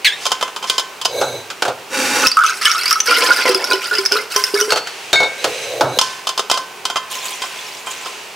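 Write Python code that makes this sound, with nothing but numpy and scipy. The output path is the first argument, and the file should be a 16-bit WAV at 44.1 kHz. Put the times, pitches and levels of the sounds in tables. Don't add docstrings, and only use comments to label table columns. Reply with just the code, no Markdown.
import sys
import numpy as np
from scipy import signal
from scipy.io import wavfile
from scipy.ndimage import uniform_filter1d

SR = 44100
rng = np.random.default_rng(int(sys.argv[2]) if len(sys.argv) > 2 else 0)


def digitize_waveform(pressure):
    field = np.atleast_2d(pressure).T
    bounded = np.clip(field, -1, 1)
    quanta = np.round(bounded * 32767).astype(np.int16)
    wavfile.write(sys.argv[1], SR, quanta)


N = 368631
TIME = np.arange(N) / SR

# pitch_hz, level_db, ring_s (time to fade by 60 dB)
FLASK_NOTES = [(815, -28, .15), (1031, -6, 0.55), (1080, -13, 0.72), (1530, -12, 0.73), (1760, -21.5, 0.78),
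               (2060, -6.5, 0.15), (2440, -7, 0.12), (2745, -28, 0.21), (3050, -7, 0.16), (3180, 0, 0.14),
               (3820, -22, 0.36), (4800, -13, 0.12), (4970, -21, 0.16), (6120, -16, 0.28),
               (6400, -23, 0.24), (7100, -13, 0.22)]
# pitch_hz, level_db
HISS_TONE = [(400, -20), (1400, 1.5), (2600, 10.5), (3600, 3), (6000, 0.5), (10000, -7.5), (16000, -41)]


def filling():
    # start_s, length_s, bubbles_db, splash_db, churn_db
    gushes = [(2.21, 0.042, -13, -32, -35), (2.435, 0.036, -9, -17, -44), (2.61, 0.02, -16, -20, -47),
              (2.645, 0.028, -4, -16.5, -54), (2.745, 0.062, -14.5, -37, -61),
              (2.82, 0.1, -14.5, -24.5, -61), (3.055, .03, -14, -18, -39), (3.085, 0.33, -12, -16.5, -26),
              (3.45, 0.042, -10.5, -16, -20.5), (3.55, 0.15, -22, -30, -33),
              (3.695, 0.027, -9.5, -30, -27.5), (3.815, 0.058, -20, -27, -43),
              (3.91, 0.049, -11.5, -34, -34.5), (4.11, 0.048, -12, -23.5, -29),
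              (4.3, 0.063, -22, -28.5, -66), (4.36, 0.12, -34, -26, -43), (4.536, 0.075, -13, -46, -33),
              (4.68, 0.02, -20, -39, -40)]
    # start_s, pitch_hz, level_db
    loud_bubbles = [(2.237, 1276, -5.5), (2.261, 2560, -5), (2.2696, 5270, 10.5), (2.2827, 5850, -1.5),
                    (2.3158, 4670, 0), (2.3695, 1284, 7.5), (2.389, 1300, 3), (2.4074, 1412, -2.5),
                    (2.421, 1460, -3.5), (2.4362, 1290, 2), (2.6557, 2980, -0.5), (2.6743, 1370, -17),
                    (2.6937, 1300, -6), (2.715, 5520, -3.5), (2.748, 1277, -7.5), (2.8568, 4580, -6),
                    (2.8788, 4970, -6), (2.9088, 5250, 1), (2.912, 1284, -3), (2.9276, 5600, -0.5),
                    (2.9563, 1290, -5.5), (3.0029, 6000, 1.5), (3.1123, 1370, 0.5), (3.3044, 1411, 4.5),
                    (3.5464, 5080, -1), (3.642, 5350, -4), (3.7322, 5230, -5), (3.911, 1440, -9.5),
                    (3.9834, 4990, -4.5), (4.052, 5600, -8), (4.0598, 5170, 1), (4.121, 5240, 2),
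                    (4.156, 1340, -3), (4.362, 5700, 2), (4.439, 5230, 3), (4.5424, 4800, -7),
                    (4.6006, 5800, -7), (4.611, 5640, -0.5)]
    # pitch_hz, spread_octaves, count_per_s, level_db
    gush_bubbles = [(1380, 0.066, 37, -3), (2313, 0.357, 65, -3.5), (5034, 0.175, 60, 0)]
    # pitch_hz, level_db
    churn_tone = [(50, -58), (150, -25), (280, -1), (370, -0.5), (490, 7.5), (720, 0), (1000, 1.5),
                  (1600, -31), (4000, -38)]
    bubble_gain, gush_gain, churn_gain = swells(gushes, rise_s=0.0047, fall_db_per_s=241)
    all_bubbles = loud_bubbles + trapped_bubbles(bubble_gain, gush_bubbles, spread_db=2.5)
    pings = bubble_pings(all_bubbles, rise=0.061, swell_cycles=1.96)
    pings = signal.sosfilt(signal.butter(4, 850, "high", fs=SR, output="sos"), pings)
    splash, spray = splashing(gush_gain, slaps(all_bubbles))
    churn = amp(-0.3) * churn_gain * noise(churn_tone) * amp(3.5 * wander(35))
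    echoes = reverb(pings, [(1300, 0.041), (5000, 0.026)], delay_s=0.001577)
    air_hz = np.interp(TIME, [2.3, 3.3, 4.7], [1290, 1370, 1580])
    air_column = amp(5) * resonate(splash, air_hz, width_hz=87)
    wall = amp(18) * resonate(splash + churn, 1026, width_hz=11)
    return amp(-2) * (pings + echoes) + splash + spray + churn + air_column + wall + glugging()


def splashing(gush_gain, slap_gain):
    # start_s, length_s, splash_db, spray_db
    trickle = [(2.26, 1.965, -34, -35.5), (4.31, 0.412, -42, -29.5)]
    # pitch_hz, level_db
    splash_tone = [(200, -63), (800, -26), (1300, -2.5), (1900, -4.5), (2800, -1.5), (3700, -6.5),
                   (5100, -1.5), (7000, -21), (16000, -41)]
    # pitch_hz, level_db
    spray_tone = [(500, -59), (3500, -43), (5300, 2), (7200, -2), (9000, 1), (12000, -5), (16000, -11.5)]
    trickle_gain, mist_gain = swells(trickle, rise_s=0.0085, fall_db_per_s=240)
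    froth = fizz(2200, ring_cycles=111) + 0.61 * patter(4400, spread_db=-6.5)
    splash_gain = amp(-4) * np.hypot(gush_gain, trickle_gain) * amp(2.8 * wander(45))
    splash = (splash_gain + amp(-8) * slap_gain) * unit(colour(froth, splash_tone))
    drops = fizz(800, ring_cycles=133) + 1.3 * patter(1500, spread_db=0.5)
    spray_gain = amp(-3.5) * np.hypot(amp(-9) * gush_gain, mist_gain) * amp(3 * wander(45))
    spray = (spray_gain + amp(-11.5) * slap_gain) * unit(colour(drops, spray_tone))
    return splash, spray


def glugging():
    # start_s, pitch_hz, level_db
    glugs = [(3.082, 480, -12), (3.177, 458, -13), (3.485, 492, -7), (3.494, 380, -7), (3.551, 376, -9.5),
             (3.701, 424, -15.5), (3.734, 382, -10), (3.919, 427, -17), (3.985, 391, -10.5),
             (4.12, 406, -10), (4.152, 440, -9.5), (4.36, 410, -12), (4.537, 406, -5), (4.613, 422, -8),
             (4.68, 432, -11)]
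    out = np.zeros(N)
    for s, hz, db in glugs:
        add(out, s, amp(db - 4) * bubble(hz, ring_s=0.17, rise=0.009, swell_cycles=1.0))
        add(out, s, amp(db - 15) * ring(FLASK_NOTES[1:2]))
    return out


def bubble(hz, ring_s, rise, swell_cycles):
    t = np.arange(int(ring_s * SR) + 2) / SR
    shape = (1 - np.exp(-(hz * t / swell_cycles) ** 2)) * amp(-60 * t / ring_s)
    return shape / shape.max() * np.sin(2 * np.pi * hz * t * (1 + rise * t / ring_s / 2))


def bubble_pings(rows, rise, swell_cycles):
    out = np.zeros(N)
    for s, hz, db in rows:
        ring_s = 0.059 * (1000 / hz) ** 0.76
        add(out, s, amp(db) * bubble(hz, ring_s, rise, swell_cycles))
    return out


def trapped_bubbles(gain, kinds, spread_db, count=1000):
    rows = []
    for hz, octaves, per_s, db in kinds:
        start_s = (np.arange(count) + rng.random(count)) / per_s
        pitch, loudness = np.clip(rng.standard_normal((2, count)), -2, 2)
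        water_db = 20 * np.log10(np.interp(start_s, TIME, gain, right=0) + 1e-9)
        candidates = np.c_[start_s, hz * 2 ** (octaves * pitch), water_db + db + spread_db * loudness]
        rows += list(candidates[water_db > -45])
    return rows


def slaps(rows, fade_s=0.0038):
    out, t = np.zeros(N), np.arange(SR // 20) / SR
    for s, hz, db in rows:
        add(out, s, amp(db) * hz / (hz + 5000) * np.exp(-t / fade_s))
    return out


def fizz(per_s, ring_cycles, sizes=36):
    swarm = np.zeros(N)
    for hz in np.geomspace(1100, 14000, sizes):
        ping = bubble(hz, ring_cycles / hz, rise=0.45, swell_cycles=0.6)
        swarm += signal.oaconvolve(patter(per_s / sizes, spread_db=3), ping * hz)[:N]
    return unit(swarm)


def drumming():
    # start_s, length_s, level_db
    stream = [(1.895, .37, -15)]
    # pitch_hz, level_db
    drum_tone = [(60, -24), (170, -18), (260, -2.5), (370, -5), (530, -3.5), (680, -13), (860, -11),
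                 (1400, -4.5), (2000, -6), (2600, -9.5), (3400, -12.5), (6000, -10), (10000, -16.5),
                 (16000, -29)]
    # pitch_hz, width_hz, level_db
    hollow_notes = [(261, 19, -3), (529, 16, 7), (840, 45, 7.5), (1100, 18, -2), (1463, 45, 0.5),
                    (1740, 57, -11), (2370, 74, 0), (2690, 74, 5), (3740, 42, 5), (4600, 83, 2),
                    (5700, 110, -2)]
    drops = colour(patter(5000, spread_db=1.8), drum_tone) * amp(1.3 * wander(50))
    flow, = swells(stream, rise_s=0.084, fall_db_per_s=900)
    return amp(-1.5) * flow * unit(amp(-3) * drops + body(drops, hollow_notes))


def cap():
    # start_s, snap_db, thud_db, ring_db
    clicks = [(0.2542, -7.5, -12, -34), (0.2652, -5, -10, -38), (0.3068, -18, -18, -43),
              (0.3179, -4, -5, -19.5), (0.411, -12, -13, -27), (0.4265, -8, -6.5, -22),
              (0.4775, -23, -17.5, -44), (0.5622, -13.5, -14.5, -39), (0.626, -18, -18, -27),
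              (0.6411, -19, -12.5, -33), (0.6984, 2, -12.5, -17.5), (0.7809, -3, -11, -19),
              (0.796, -7, -13.5, -46), (1.0137, -12, -18.5, -48), (1.0497, -6, -21, -43),
              (1.0542, -2, -6, -63), (4.361, -35, -14, -13), (5.9879, 7, -1, -12.5),
              (6.0129, 2.5, -5.5, -12.5), (6.2704, -6.5, -11, -30), (6.2907, -7, -12.5, -33),
              (6.3769, -7, -12, -28), (6.3939, -6.5, -7, -32), (6.4988, -5.5, -7, -46),
              (6.5138, 2, -2.5, -15), (6.5408, -10, -16, -22), (6.574, -11, -9, -30),
              (6.853, -5.5, -12, -21.5), (6.8999, -13, -12.5, -23), (6.9585, -13, -8, -15),
              (6.9676, -11.5, -11, -42), (7.4193, -13, -31, -19.5), (7.4372, -22, -16, -36),
              (7.87, -36, -20, -22), (8.0586, -19, -17, -37)]
    # pitch_hz, level_db
    click_tone = [(60, -79), (200, -11.5), (460, -6.5), (680, 5), (1000, 8), (1350, 3.5), (2000, -10),
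                  (2600, -2), (3100, 2), (4100, -4), (5200, -4.5), (8000, -9.5), (12000, -21), (16000, -27)]
    # start_s, length_s, level_db
    scrapes = [(.2, 0.049, -27), (.66, .04, -24.5), (.77, 0.027, -43), (6.0, 0.046, -20.5),
               (6.5, 0.054, -29)]
    # pitch_hz, level_db
    scrape_tone = [(300, -17), (2000, -3), (6000, 0), (10000, -10), (16000, -26)]
    # pitch_hz, width_hz, level_db
    shell_notes = [(445, 83, 6), (1053, 17, 5), (1340, 280, -1), (3080, 84, -1.5), (3530, 140, -10),
                   (4180, 100, -10), (4600, 86, -2), (5150, 79, 5), (6400, 190, -6.5), (10200, 300, -10)]
    rattle = blows(clicks, click_tone, FLASK_NOTES,
                   base_fade_s=0.043, split_hz=2730, thud_stretch=0.83, gain_db=-6.5)
    scrape_gain, = swells(scrapes, rise_s=0.018, fall_db_per_s=136)
    rattle += scrape_gain * colour(patter(3000, spread_db=-3), scrape_tone)
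    return amp(-5) * rattle + amp(-3) * body(rattle, shell_notes)


def squeak():
    # start_s, length_s, level_db
    squeaks = [(.045, 0.032, -8), (.122, 0.015, -23)]
    # time_s, pitch_hz
    slip_rate = [(.045, 2186), (.075, 1730), (.105, 1582), (.135, 1836), (.2, 2020)]
    pitch_hz = np.interp(TIME, *np.transpose(slip_rate))
    age_s = TIME - squeaks[0][0]
    roughness = np.clip(0.93 * np.exp(-age_s / 0.042), 0, 1)
    phase = 2 * np.pi * np.cumsum(pitch_hz * (1 + 0.12 * roughness * wander(700))) / SR
    harmonics_db = [1, 4.5, -9.5, -13, -15]
    slips = unit(sum(amp(db) * np.sin(k * phase) for k, db in enumerate(harmonics_db, 1)))
    scrape = noise([(900, -34), (1500, -10), (2300, 1.5), (3800, -10), (5000, -16.5), (16000, -27)])
    grip, = swells(squeaks, rise_s=0.0021, fall_db_per_s=620)
    return grip * (np.sqrt(1 - roughness ** 2) * slips + roughness * scrape)


def bottle_knocks():
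    # start_s, snap_db, thud_db
    knocks = [(1.2131, -15, -8), (1.2274, -28, -18), (1.502, -18.5, -30), (1.6221, -7.5, -11.5),
              (1.6517, -15.5, -13.5), (1.6796, -17.5, -10), (4.704, -12, -27), (4.721, -4, -7),
              (4.7596, -13, -13.5), (4.772, -11.5, -24), (4.8713, -18.5, -32), (5.13, -4.5, -8),
              (5.2024, -18, -11), (5.2298, -22, -15), (5.443, -8, -10), (5.809, -7, -1.5),
              (5.8432, -39, -13)]
    # pitch_hz, level_db
    knock_tone = [(50, -46), (120, -13.5), (190, -20.5), (350, -4), (520, 3.5), (800, 3), (1080, -6),
                  (1400, -1.5), (1900, -16.5), (3000, -14.5), (4400, -15.5), (7000, -22), (15000, -39.5)]
    # pitch_hz, level_db, ring_s
    glass_notes = [(1489, -9, 0.78), (1576, -3.5, 0.39), (2300, -9, 0.96), (3686, -8, 0.22), (3690, -4, .2),
                   (3990, -6, 0.21), (4160, -11, 0.17), (4430, -5, 0.12), (4424, -20, 0.21),
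                   (5180, -18, .17), (5400, -19, 0.16), (5770, -13, 0.3), (6500, -25, 0.21),
                   (6670, -12, 0.21), (7900, -16, 0.15), (9200, -20, 0.2), (11200, -29, 0.18)]
    # start_s, own_db, neighbour_db
    contacts = [(5.13, -10, -29), (5.158, -15, -10.5), (5.202, -20.5, -15), (5.232, -19.5, -15)]
    # pitch_hz, level_db, ring_s
    neighbour_notes = [(2202, 3.5, 0.44), (2232, -13, 0.63), (3740, -5, 0.21)]
    # start_s, level_db
    rim_touches = [(4.706, -11), (4.723, -30), (4.775, -40)]
    # pitch_hz, level_db, ring_s
    neck_notes = [(4440, -8.5, 0.67), (4360, -2, 0.11), (4600, -5, 0.15), (5400, -20, 0.34),
                  (6600, -19, 0.18)]
    ringing_knocks = [(s, snap_db, thud_db, thud_db - 34) for s, snap_db, thud_db in knocks]
    out = blows(ringing_knocks, knock_tone, glass_notes,
                base_fade_s=0.052, split_hz=1560, thud_stretch=1.9, gain_db=-4.5)
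    clinks = np.zeros(N)
    for s, own_db, neighbour_db in contacts:
        clinks *= amp(-9 * (TIME > s))
        add(clinks, s, amp(own_db) * ring(glass_notes) + amp(neighbour_db) * ring(neighbour_notes))
    for s, db in rim_touches:
        add(out, s, amp(db) * ring(neck_notes))
    return out + clinks


def shelf_boom():
    # start_s, length_s, level_db
    thumps = [(1.228, 0.13, -38.5), (1.679, .01, -40), (5.811, 0.033, -25)]
    # pitch_hz, width_hz, level_db
    shelf_notes = [(104, 14, -2), (125, 12, -0.5), (258, 41, -7.5), (347, 24, -6)]
    gain, = swells(thumps, rise_s=0.0071, fall_db_per_s=132)
    rumble = noise([(50, -25), (110, 3), (400, 3), (1200, -29)])
    return gain * unit(body(rumble, shelf_notes))


def bottle_slides():
    # time_s, groan_db, rasp_db
    slides = [
        [(1.08, -38.5, -32), (1.2, -26, -15.5), (1.238, -37, -19), (1.366, -35.5, -25), (1.48, -64, -40)],
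        [(5.38, -45, -24), (5.496, -28.5, -34), (5.584, -40.5, -23), (5.842, -27.5, -28), (5.908, -71, -27.5),
         (5.98, -20.5, -20)],
    ]
    # pitch_hz, width_hz, level_db
    rubbed_notes = [(1577, 25, 2), (2240, 19, 3), (3670, 53, -9), (3820, 37, 2.5), (3980, 33, 8),
                    (6137, 29, 3.5), (6700, 60, -8), (7920, 50, -7), (8700, 44, -10), (10350, 60, -10),
                    (11500, 70, -14)]
    # pitch_hz, level_db
    groan_tone = [(50, -34), (120, -6.5), (180, -21), (320, -10.5), (500, 9.5), (750, -4), (1100, -17),
                  (2000, -59), (5000, -28.5)]
    grit = patter(4000, spread_db=-2)
    rasp = unit(body(grit, rubbed_notes) + amp(-40) * colour(grit, HISS_TONE))
    groan = noise(groan_tone)
    out = np.zeros(N)
    for slide in slides:
        groan_gain, rasp_gain = levels(slide)
        out += amp(6) * groan_gain * groan + amp(-8) * rasp_gain * rasp
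    return out


def sloshing():
    # start_s, length_s, level_db
    laps = [(7.1, 0.042, -23), (7.225, 0.053, -22), (7.41, 0.031, -28), (7.52, 0.25, -32.5),
            (7.86, 0.055, -27), (8.0, 0.071, -32.5)]
    # pitch_hz, level_db
    slosh_tone = [(200, -18), (800, 1.5), (1900, -7), (3200, 3.5), (4800, -6), (7000, -2), (10000, -9),
                  (16000, -13)]
    # pitch_hz, spread_octaves, count_per_s, level_db
    lap_bubbles = [(5700, 0.39, 45, 5)]
    lap_gain, = swells(laps, rise_s=0.0055, fall_db_per_s=103)
    froth = fizz(900, ring_cycles=79) + 1.4 * patter(2000, spread_db=4.5)
    slosh = amp(-5) * lap_gain * unit(colour(froth, slosh_tone))
    trapped = trapped_bubbles(lap_gain, lap_bubbles, spread_db=1.5)
    pings = bubble_pings(trapped, rise=0.062, swell_cycles=2.2)
    echoes = amp(-2) * reverb(pings, [(1300, 0.052), (5000, 0.017)], delay_s=0.0015)
    wall = amp(21) * resonate(slosh, 1026, width_hz=9.8)
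    return slosh + amp(-3) * pings + echoes + wall


def background():
    # start_s, length_s, level_db
    rustles = [(.1, 0.081, -33), (4.78, 0.71, -34), (5.33, 0.32, -28.5), (6.0, 0.083, -33.5),
               (7.05, 0.62, -33), (7.8, 0.39, -34)]
    # pitch_hz, level_db
    room_tone = [(20, -52), (60, -25.5), (130, -13), (300, -9.5), (400, 1), (520, -4.5), (900, -0.5),
                 (1500, -7.5), (2500, -21.5), (8000, -22.5)]
    rustle_gain, = swells(rustles, rise_s=0.11, fall_db_per_s=47)
    return amp(-38) * noise(room_tone) + np.hypot(amp(-38.5), rustle_gain) * noise(HISS_TONE)


def blows(rows, tone, notes, base_fade_s, split_hz, thud_stretch, gain_db):
    out, t = np.zeros(N), np.arange(SR // 4) / SR
    high, low = (signal.butter(4, split_hz, kind, fs=SR, output="sos") for kind in ("high", "low"))
    for s, snap_db, thud_db, ring_db in rows:
        rebound_s = 0.012 * rng.uniform(.5, 2)
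        snap_s = base_fade_s * amp(-0.28 * snap_db)
        for band, db, fade_s in ((high, snap_db, snap_s), (low, thud_db, snap_s * thud_stretch)):
            for delay_s, drop_db in ((0, 0), (rebound_s, -22)):
                burst = rng.standard_normal(len(t)) * amp(-60 * t / max(fade_s, .01))
                burst = signal.sosfilt(band, colour(burst, tone))
                burst /= burst[:SR // 125].std()
                add(out, s + delay_s, amp(db + gain_db + drop_db) * burst)
        add(out, s, amp(ring_db) * ring(notes))
    return out


def ring(notes):
    t = np.arange(SR // 2) / SR
    return sum(amp(db + 2.5 * rng.standard_normal() - 60 * t / ring_s) * np.sin(2 * np.pi * hz * t)
               for hz, db, ring_s in notes)


def body(x, notes):
    return sum(amp(db) * resonate(x, hz, width_hz) for hz, width_hz, db in notes)


def resonate(x, hz, width_hz):
    r = np.exp(-np.pi * width_hz / SR)
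    if np.isscalar(hz):
        return signal.lfilter([1 - r, 0, r - 1], [1, -2 * r * np.cos(2 * np.pi * hz / SR), r * r], x)
    turn = np.exp(2j * np.pi * np.cumsum(hz) / SR)
    return 2 * (turn * signal.lfilter([1 - r], [1, -r], x / turn + 1e-18)).real


def reverb(x, ring_times, delay_s):
    echoes = rng.standard_normal(SR // 2) * (rng.random(SR // 2) < .1)
    hz, t, bands = signal.stft(echoes, SR, nperseg=128)
    fade = amp(-60 * t / at_pitch(ring_times, hz)[:, None])
    tail = signal.istft(bands * fade, SR, nperseg=128)[1]
    return signal.oaconvolve(x, np.r_[np.zeros(int(delay_s * SR)), tail / np.linalg.norm(tail)])[:N]


def patter(per_s, spread_db):
    chance = rng.random(N) * SR / per_s
    hits, out = np.flatnonzero(chance < 1), np.zeros(N)
    out[hits] = (-1) ** hits * amp(spread_db * np.minimum(-np.log(chance[hits]), 4))
    return unit(out)


def noise(tone):
    return colour(rng.standard_normal(N), tone)


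def colour(x, tone, size=4096):
    log_gain = np.log(amp(at_pitch(tone, abs(np.fft.fftfreq(size, 1 / SR)))))
    taps = np.fft.ifft(np.exp(np.conj(signal.hilbert(log_gain)))).real[:size // 2]
    return signal.oaconvolve(x, taps / np.linalg.norm(taps))[:len(x)]


def wander(per_s):
    turns_s = np.arange(0, N / SR + 1, 1 / per_s)
    return np.interp(TIME, turns_s, rng.standard_normal(N)[:len(turns_s)])


def swells(rows, rise_s, fall_db_per_s):
    gains = 0
    for s, length_s, *dbs in rows:
        rise = np.clip((TIME - s) / rise_s, 0, 1)
        fall = amp(-fall_db_per_s * np.maximum(TIME - s - length_s, 0))
        gains = np.maximum(gains, amp(dbs)[:, None] * rise * fall)
    return gains


def levels(rows):
    times_s, *columns = np.transpose(rows)
    return [amp(np.interp(TIME, times_s, db, left=-120, right=-120)) for db in columns]


def at_pitch(rows, hz):
    pitches_hz, values = np.transpose(rows)
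    return np.interp(np.log(hz + 1), np.log(pitches_hz + 1), values)


def add(mix, start_s, sound):
    part = mix[max(round(start_s * SR), 0):][:len(sound)]
    part += sound[:len(part)]


def amp(db):
    return 10 ** (np.asarray(db) / 20)


def unit(x):
    return x / np.sqrt(np.mean(x ** 2) + 1e-20)


def scene():
    # pitch_hz, ring_s
    kitchen = [(150, 0.5), (1000, 0.4), (5000, 0.32), (15000, 0.12)]
    near = squeak() + cap() + bottle_knocks() + shelf_boom() + bottle_slides()
    near += drumming() + filling() + sloshing()
    mid = near + amp(-13) * reverb(near, kitchen, delay_s=.005) + background()
    side = amp(-11) * reverb(near, [(300, 0.018), (8000, 0.058)], delay_s=0.0019)
    side += amp(-8.5) * background()
    side -= 0.17 * signal.sosfilt(signal.butter(1, 800, fs=SR, output="sos"), side)
    return np.array([mid + side, mid - side]) * amp([[-.55], [.55]])


def record(dry, threshold_db=-9, recover_db_per_s=70, top_hz=15850):
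    dry = signal.sosfilt(signal.butter(2, 60, "high", fs=SR, output="sos"), dry)
    power_db = 10 * np.log10(abs(uniform_filter1d((dry ** 2).mean(0), size=200)) + 1e-12)
    recovery_db = TIME * recover_db_per_s
    held_db = np.maximum.accumulate(power_db + recovery_db) - recovery_db
    over_db = np.maximum(held_db - threshold_db, 0)
    limited = np.clip(dry / amp(.5 * uniform_filter1d(over_db, size=100)), -1, 1)
    treble_cut = signal.firwin(511, top_hz, window=("kaiser", 8), fs=SR)
    return signal.oaconvolve(limited, treble_cut[None], "same")


dry = scene()
out = record(dry)
digitize_waveform(out)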